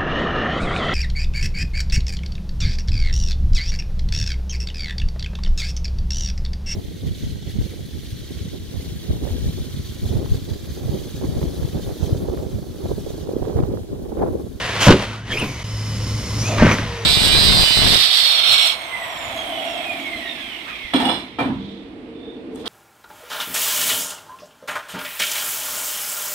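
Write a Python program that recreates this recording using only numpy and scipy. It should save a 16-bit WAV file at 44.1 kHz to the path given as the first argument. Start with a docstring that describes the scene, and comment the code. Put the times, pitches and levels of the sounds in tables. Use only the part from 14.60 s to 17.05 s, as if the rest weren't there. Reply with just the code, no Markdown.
"""A radio-controlled car drops onto a lawn with its wheels spinning, bounces and blips its throttle.
After an abrupt change of scene it races over the grass, bangs up a small ramp and whirs off through the air.
Its gears whine at a pitch that follows the motor, its tyres tear at the grass, and each blow makes
the body ring and loose plastic clatter. A far engine, probably a mower, drones behind,
and light wind rumbles on the microphone."""
import sys
import numpy as np
from scipy import signal
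from scipy.fft import rfft, irfft, next_fast_len
from scipy.io import wavfile
from scipy.ndimage import map_coordinates

SR = 44100
rng = np.random.default_rng(int(sys.argv[2]) if len(sys.argv) > 2 else 0)


def master_out(mix):
    """Clip the mix to full scale and print it as 16-bit PCM to the path in sys.argv[1]."""
    frames = np.transpose(np.atleast_2d(mix))
    ceiling = np.clip(frames, -1, 1)
    pcm = np.round(ceiling * 32767).astype(np.int16)
    wavfile.write(sys.argv[1], SR, pcm)


N = 108045
TIME = np.arange(N) / SR
SCENE_CHANGE_S, TAKEOFF_S = 1.036, 2

# Gear whine on the run-up and in flight. Each row: time in seconds, pitch in Hz, level in dB.
RUN_WHINE = [(1.04, 1920, -51), (1.12, 2056, -50), (1.18, 1998, -49), (1.27, 2055, -47), (1.32, 1995, -49),
             (1.4, 2073, -50), (1.7, 2077, -43), (1.78, 2050, -49), (1.83, 2250, -39), (1.89, 2650, -32.5),
             (1.97, 2380, -39), (2.12, 2262, -48), (2.28, 1918, -44), (2.45, 1816, -49)]


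def from_db(db):
    """Turn decibels into a gain."""
    return 10 ** (np.asarray(db) / 20)


def rms_one(x):
    """Scale a signal to an average strength (rms) of 1."""
    return x / np.sqrt(np.mean(x ** 2) + 1e-20)


def in_time(rows):
    """Join timed rows with straight lines, giving one curve for each column after the time."""
    times, *columns = np.transpose(rows)
    return [np.interp(TIME, times, column) for column in columns]


def loudness(rows):
    """Turn rows of time and dB into a gain curve."""
    return from_db(in_time(rows)[0])


def at_hz(points, hz):
    """Read between the points of a spectrum, with octaves evenly spaced."""
    known_hz, values = np.transpose(points)
    return np.interp(np.log(hz + 1), np.log(known_hz), values)


def drift(rate_hz):
    """A smooth random wobble, about 1 in size."""
    pole = np.exp(-2 * np.pi * rate_hz / SR)
    return rms_one(signal.lfilter([1], [1, -2 * pole, pole * pole], rng.standard_normal(N + SR))[SR:])


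def cycles(hz):
    """The running phase of a pitch curve, in radians."""
    return 2 * np.pi * np.cumsum(hz) / SR


def noise(spectrum, grain_db=0, grain_hz=300, tilt_db=0):
    """Stereo noise, made grainy by fast bursts; tilt_db brightens it by that much per octave."""
    # Each row: frequency in Hz, how alike left and right are (1 is the same).
    likeness = [(200, 0.98), (500, 0.96), (1000, 0.87), (2200, 0.83), (4500, 0.85), (9000, 0.056),
                (15000, 0.12)]
    # Each row: frequency in Hz, left level minus right level in dB.
    balance = [(200, 0.5), (700, 0), (1400, -0.5), (2800, 2), (5500, -2), (12000, -3.5)]
    size = next_fast_len(N)
    hz = np.arange(size // 2 + 1) * SR / size
    mid, side = rfft(rng.standard_normal((2, N)) * from_db(grain_db * drift(grain_hz)), size)
    alike, signs = np.clip(at_hz(likeness, hz), 0, 1), np.array([[1], [-1]])
    stereo = np.sqrt(1 + alike) * mid + np.sqrt(1 - alike) * side * signs
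    gain = from_db(at_hz(spectrum, hz) + tilt_db * np.log2(hz + 1) + signs * at_hz(balance, hz) / 2)
    return rms_one(irfft(gain * stereo, size)[:, :N])


def rough_tones(rows, spread_hz):
    """Rough tones that swell and fade; each is down to about a third one fade time from its peak."""
    out = 0
    for peak_s, fade_s, hz, db in rows:
        phase = 2 * np.pi * hz * TIME
        tone = rms_one(drift(spread_hz) * np.sin(phase) + drift(spread_hz) * np.cos(phase))
        out = out + from_db(db) * np.exp(-((TIME - peak_s) / fade_s) ** 2) * tone
    return out


def gear_tones(curve, partials, spread_hz, clean, width):
    """Gear tones follow the motor's speed; slack between the teeth smears the higher ones most."""
    hz, db = in_time(curve)
    phase, out = cycles(hz * (1 + .008 * drift(30.8))), 0
    for multiple, level_db in partials:
        shared = clean + (drift(spread_hz * multiple) + 1j * drift(spread_hz * multiple)) / 2
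        per_side = width * multiple * np.array([drift(spread_hz), drift(spread_hz)])
        tone = np.real((shared + 1j * per_side) * np.exp(1j * multiple * phase))
        out = out + from_db(level_db) * rms_one(tone)
    return from_db(db) * out


def gear_whine():
    """The gears whine through the landing and throttle blip, then through the run-up and flight."""
    # Whine around the landing. Each row: time in seconds, pitch in Hz, level in dB.
    blip_whine = [(0, 1700, -35.5), (.2, 1740, -41), (.3, 1500, -54), (.55, 1404, -40.5),
                  (.62, 1500, -51.5), (.685, 1950, -50), (.722, 1720, -26.5), (.738, 2400, -30),
                  (.762, 2400, -32), (.782, 2580, -23.5), (.798, 3000, -33), (.818, 2680, -26.5),
                  (.85, 2330, -39), (1.03, 2100, -46)]
    # The tones in each whine. Each row: multiple of the pitch, relative level in dB.
    blip_partials = [(1, 2.5), (2, -14.5), (3, -24), (4, -24)]
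    run_partials = [(.5, -7), (1, 0), (2.59, -7)]
    blip = gear_tones(blip_whine, blip_partials, spread_hz=166, clean=.15, width=.14)
    run = gear_tones(RUN_WHINE, run_partials, spread_hz=69, clean=.29, width=.2)
    return np.where(TIME < SCENE_CHANGE_S, blip, run)


def wheels():
    """The drive and wheels whir, the turf rumbles under them and the tyres tear through grass blades."""
    # How loud each sound is. Each row: time in seconds, level in dB.
    whir_levels = [(0, -25.5), (.19, -24), (.3, -23), (.38, -26.5), (.44, -26), (.47, -32), (.55, -34),
                   (.64, -44.5), (.7, -33), (.75, -34.5), (.84, -29.5), (.9, -39), (1.03, -36),
                   (1.04, -42.5), (1.75, -47), (1.95, -29), (2.18, -28), (2.28, -32), (2.45, -33.5)]
    rumble_levels = [(0, -38), (.25, -33), (.41, -37), (.48, -33), (.62, -42), (.68, -32.5), (.8, -34),
                     (.84, -23.5), (1, -42), (1.3, -37), (1.6, -33), (1.85, -28), (1.95, -27.5),
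                     (2.19, -31.5), (2.26, -28), (2.29, -47), (2.45, -60)]
    grass_levels = [(.66, -68), (.72, -34), (.84, -48.5), (.9, -38), (1.02, -40), (1.06, -39), (1.4, -34.5),
                    (1.72, -32.5), (1.88, -29.5), (1.97, -36), (2.14, -33.5), (2.22, -46), (2.45, -54)]
    # The tone colour of each. Each row: frequency in Hz, relative level in dB.
    whir_spectrum = [(120, -78), (200, -37), (358, -6), (461, -4.5), (543, -5.5), (651, -6), (855, -9),
                     (954, -3), (1230, -7.5), (1710, -11), (1870, -6), (3220, -8.5), (6090, -19),
                     (7850, -24), (9580, -28.5), (15400, -44.5)]
    rumble_spectrum = [(70, -18), (115, 10.5), (160, -3.5), (230, 1.5), (330, -4.5), (480, -14.5),
                       (800, -17.5), (1600, -59)]
    grass_spectrum = [(180, -10), (300, -15), (492, -2), (706, -14.5), (1030, -8), (1750, -13.5),
                      (2030, -12), (2550, -12), (3550, -12), (5360, -9.5), (6000, -12), (6750, -10),
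                      (7570, -17.5), (9600, -21), (13700, -29.5), (15400, -52)]
    whir = loudness(whir_levels) * noise(whir_spectrum, grain_db=1.5, grain_hz=241)
    grass = loudness(grass_levels) * noise(grass_spectrum, grain_db=2, grain_hz=716)
    rumble = loudness(rumble_levels) * noise(rumble_spectrum, grain_db=1.5, grain_hz=122)
    return whir + grass + rumble


def mower():
    """A far engine drones on three overtones of its slightly wavering speed."""
    # The drone's swells. Each row: time in seconds, level in dB.
    levels = [(0, -36), (.4, -31), (.62, -36.5), (1.03, -38), (1.045, -25.5), (1.2, -25.5), (1.5, -24.5),
              (1.66, -33), (1.77, -22), (2.1, -21.5), (2.35, -35.5), (2.45, -27.5)]
    # Each row: multiple of the engine's rate, relative level in dB.
    overtones = [(2, -1), (3, -27), (4, -23)]
    engine_hz = 53.52
    phase, drone = cycles(engine_hz * (1 + .002 * drift(2.04))), 0
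    for multiple, db in overtones:
        gain = from_db(db + .5 * drift(7.6)) * np.sqrt(2)
        drone = drone + gain * np.sin(multiple * phase + rng.uniform(0, 2 * np.pi))
    return loudness(levels) * drone


def wind():
    """Light gusts rumble on the microphone."""
    # The gusts. Each row: time in seconds, level in dB.
    levels = [(0, -38), (.35, -33), (.42, -31), (.5, -44), (.62, -38.5), (.83, -34.5), (1.12, -35.5),
              (1.35, -28), (1.65, -32), (1.9, -29), (2.1, -34), (2.28, -29), (2.45, -41.5)]
    # Each row: frequency in Hz, relative level in dB.
    spectrum = [(8, -25), (30, 1), (60, 16.5), (100, 10), (200, 9), (500, -62)]
    return loudness(levels) * noise(spectrum)


def tyre_scuffs():
    """Spinning tyres bite the grass: the noise rises quickly, holds and dies away."""
    # Each row: start in seconds, length in seconds, level in dB, brightness in dB per octave.
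    bites = [(0.199, 0.077, -16.5, 1), (0.247, 0.073, -19.5, -1.5), (.42, 0.023, -40, -6),
             (0.707, 0.17, -35.5, -3.5), (0.72, 0.17, -40.5, 15), (2.1, 0.04, -34, 4)]
    # Each row: frequency in Hz, relative level in dB.
    spectrum = [(120, -5), (400, -1), (1100, 1), (2300, -0.5), (3050, 1.5), (3700, -5.5), (6800, -6.5),
                (8500, -15.5), (15000, -27.5)]
    rise_s, fade_s, out = .016, .01, 0
    for start, length, db, tilt_db in bites:
        rise = np.clip((TIME - start) / rise_s, 0, 1)
        fade = np.exp(-np.maximum(TIME - start - length, 0) / fade_s)
        out = out + from_db(db) * rise * fade * noise(spectrum, grain_db=1, grain_hz=503, tilt_db=tilt_db)
    return out


def squeals():
    """Slipping rubber and strained gears squeal briefly."""
    # Each row: peak time in seconds, fade time in seconds, pitch in Hz, level in dB.
    slips = [(0.225, 0.018, 3020, -18.5), (0.724, 0.023, 3170, -25), (.799, 0.008, 8780, -30.5)]
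    return rough_tones(slips, spread_hz=160)


def ring(clicks, hz, ring_s):
    """Each click starts a pure tone that falls by 60 dB in ring_s seconds."""
    decay, step = from_db(-60 / (ring_s * SR)), 2 * np.pi * hz / SR
    return signal.lfilter([0, np.sin(step)], [1, -2 * decay * np.cos(step), decay ** 2], clicks + 1e-18)


def blows(hits, tones, clatter_spectrum, clatter_s, tail_db, tail_s, vary_db):
    """Each blow rings the body and shakes loose plastic parts; a faint tail comes back from the yard."""
    starts, thump_db, clatter_db = np.transpose(hits)
    chance = rng.standard_normal((len(starts), len(tones)))
    ringing, clatter_power = 0, 0
    for k, (hz, db, ring_s) in enumerate(tones):
        clicks = np.zeros(N)
        clicks[(starts * SR).astype(int)] = from_db(thump_db + db + vary_db * chance[:, k])
        ringing = ringing + (-1) ** k * ring(clicks, hz, ring_s)
    for start, db in zip(starts, clatter_db):
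        age = np.maximum(TIME - start, 0)
        fade = np.exp(-age / clatter_s) + from_db(tail_db) * np.exp(-age / tail_s)
        clatter_power = clatter_power + (from_db(db) * (age > 0) * fade) ** 2
    return ringing + np.sqrt(clatter_power) * noise(clatter_spectrum, grain_db=-.5, grain_hz=600)


def landing():
    """The frame and wheels slam onto the ground and bounce."""
    # Each row: start in seconds, thump level in dB, clatter level in dB.
    hits = [(.268, 1.5, -13), (.276, -10, -9), (.283, -5.5, 1), (.294, 2, -11), (.305, -22, 0.5),
            (.316, -4, -8.5), (.323, -17, -5), (.334, -7, -22), (.396, -24, -24), (.425, -24, -20.5),
            (.821, -20, -26.5), (.829, -20, -29)]
    # The frame's ringing tones. Each row: pitch in Hz, relative level in dB, ring time in seconds.
    tones = [(68.5, -9.5, 0.16), (138, -1.5, 0.043), (203.4, -7.5, 0.19), (281, -16.5, 0.23),
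             (312, -15.5, 0.13), (514, -19.5, 0.27), (571, -10, 0.13), (840, -25, 0.27), (988, -15, 0.063),
             (1470, -15, 0.05)]
    # Loose plastic. Each row: frequency in Hz, relative level in dB.
    clatter = [(100, 6), (300, 8.5), (600, 2), (750, -1.5), (1000, 0.5), (1500, -0.5), (1800, -9),
               (3000, -7), (5000, -16), (8000, -29), (15000, -47)]
    return blows(hits, tones, clatter, clatter_s=.0085, tail_db=-27, tail_s=.056, vary_db=1.5)


def shell_drumming():
    """The plastic shell drums after a blow."""
    # Each row: peak time in seconds, fade time in seconds, pitch in Hz, level in dB.
    beats = [(.342, 0.022, 340, -14), (.75, 0.025, 420, -28), (.829, 0.019, 380, -23)]
    return rough_tones(beats, spread_hz=110)


def gearbox():
    """The gear teeth rasp, their housing sings, and the gears scream as the throttle opens."""
    # The teeth's high rasp. 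Each row: time in seconds, pitch in Hz, level in dB.
    rasp_curve = [(.84, 6150, -61), (.88, 6120, -47), (1.03, 6050, -49), (1.04, 4880, -50),
                  (1.12, 5400, -43), (1.19, 5100, -44), (1.28, 5330, -42.5), (1.33, 5020, -42),
                  (1.38, 5380, -42.5), (1.78, 5320, -41.5), (1.83, 5970, -35), (1.86, 6060, -45),
                  (2.08, 6200, -50), (2.12, 5970, -27.5), (2.17, 5940, -50)]
    # Each row: multiple of the pitch, relative level in dB.
    rasp_partials = [(1, 1), (2, -15)]
    # Each row: peak time in seconds, fade time in seconds, pitch in Hz, level in dB.
    housing = [(1.3, 0.71, 2988, -46.5)]
    screams = [(1.815, 0.024, 5610, -29), (1.878, 0.027, 6280, -32.5)]
    rasp = gear_tones(rasp_curve, rasp_partials, spread_hz=150, clean=.4, width=.22)
    return rasp + rough_tones(screams, spread_hz=830) + rough_tones(housing, spread_hz=37)


def motor_hum():
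    """The motor judders and growls under load, then clears as the wheels leave the ground."""
    # The hum's swells. Each row: time in seconds, level in dB.
    levels = [(1.8, -77), (1.9, -27), (1.97, -28.5), (2.2, -55), (2.3, -36.5), (2.45, -36.5)]
    motor_hz = in_time(RUN_WHINE)[0] / 4   # one turn for every four gear cycles
    judder = 1.53 * drift(78) * np.clip((TAKEOFF_S - TIME) * 20, .15, 1)
    return loudness(levels) * rms_one(np.sin(cycles(motor_hz) + judder))


def ramp_bangs():
    """The wheels and the skid plate under the car strike the ramp."""
    # Each row: start in seconds, thump level in dB, clatter level in dB.
    hits = [(1.982, -20, -17), (1.998, -27, -15.5), (2.013, -6, -19), (2.023, -2.5, -15),
            (2.031, -1.5, -21), (2.046, 0, -19), (2.058, -13, -16), (2.066, -4, -19), (2.076, -18, -17.5),
            (2.088, -11.5, -16), (2.102, -24, -25), (2.112, -15, -14.5), (2.121, -18, -24),
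            (2.135, -16, -25), (2.185, -18, -24)]
    # The tones the blows ring. Each row: pitch in Hz, relative level in dB, ring time in seconds.
    tones = [(49.4, -20, 0.077), (77, -7, 0.085), (126, -20, 0.09), (171.5, -2, 0.055), (233, -3, 0.077),
             (293, -9.5, 0.071), (397, -14.5, 0.032), (583, -9, 0.02), (990, -30, 0.18),
             (1547, -22.5, 0.14)]
    # Loose plastic. Each row: frequency in Hz, relative level in dB.
    clatter = [(240, -4), (400, -8.5), (680, -11), (745, -20), (994, -7.5), (1330, -10.5), (2120, -10),
               (3890, -25), (5680, -26.5), (9000, -60), (15000, -58)]
    return blows(hits, tones, clatter, clatter_s=.018, tail_db=-17.5, tail_s=.13, vary_db=4.5)


def skid_grind():
    """The skid plate grinds over the lip of the ramp."""
    # Each row: peak time in seconds, fade time in seconds, pitch in Hz, level in dB.
    scrapes = [(2.085, 0.022, 1606, -28), (2.12, 0.022, 2243, -21.5)]
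    return rough_tones(scrapes, spread_hz=190)


def with_echoes(stereo):
    """Echoes off the ground and buildings reach each side at slightly different moments."""
    # Each row: typical delay in seconds, level in dB.
    reflections = [(.007, -9), (.045, -13.5)]
    out = stereo.copy()
    for side, direct in enumerate(stereo):
        for delay, db in reflections:
            out[side] += from_db(db) * np.interp(TIME - delay * rng.uniform(.8, 1.2), TIME, direct, left=0)
    return out


def scene():
    """The car, the mower and the wind together; the sound reaches the left side a moment later."""
    impacts = landing() + ramp_bangs()
    strain = squeals() + shell_drumming() + skid_grind()
    gears = gear_whine() + gearbox()
    drive = motor_hum() + with_echoes(gears)
    left, right = impacts + strain + drive + wheels() + tyre_scuffs() + mower() + wind()
    left_lag_s = .00004
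    return np.array([map_coordinates(left, [np.arange(N) - left_lag_s * SR], mode="nearest"), right])


def record(dry):
    """The microphone hollows the treble, the hardest blows overload, and the highest treble is cut."""
    hollow_hz, cutoff_hz = 7720, 15600
    picked_up = dry - .31 * signal.lfilter(*signal.iirpeak(hollow_hz, Q=5.8, fs=SR), dry)
    clipped = picked_up / (1 + picked_up ** 8) ** (1 / 8)
    dip_db, dip_s = -13, .0044   # the level dips briefly between the two scenes
    dip = from_db(dip_db * np.exp(-((TIME - SCENE_CHANGE_S) / dip_s) ** 2))
    return signal.sosfilt(signal.cheby2(12, 60, cutoff_hz, fs=SR, output="sos"), clipped * dip)


dry = scene()
out = record(dry)
master_out(out)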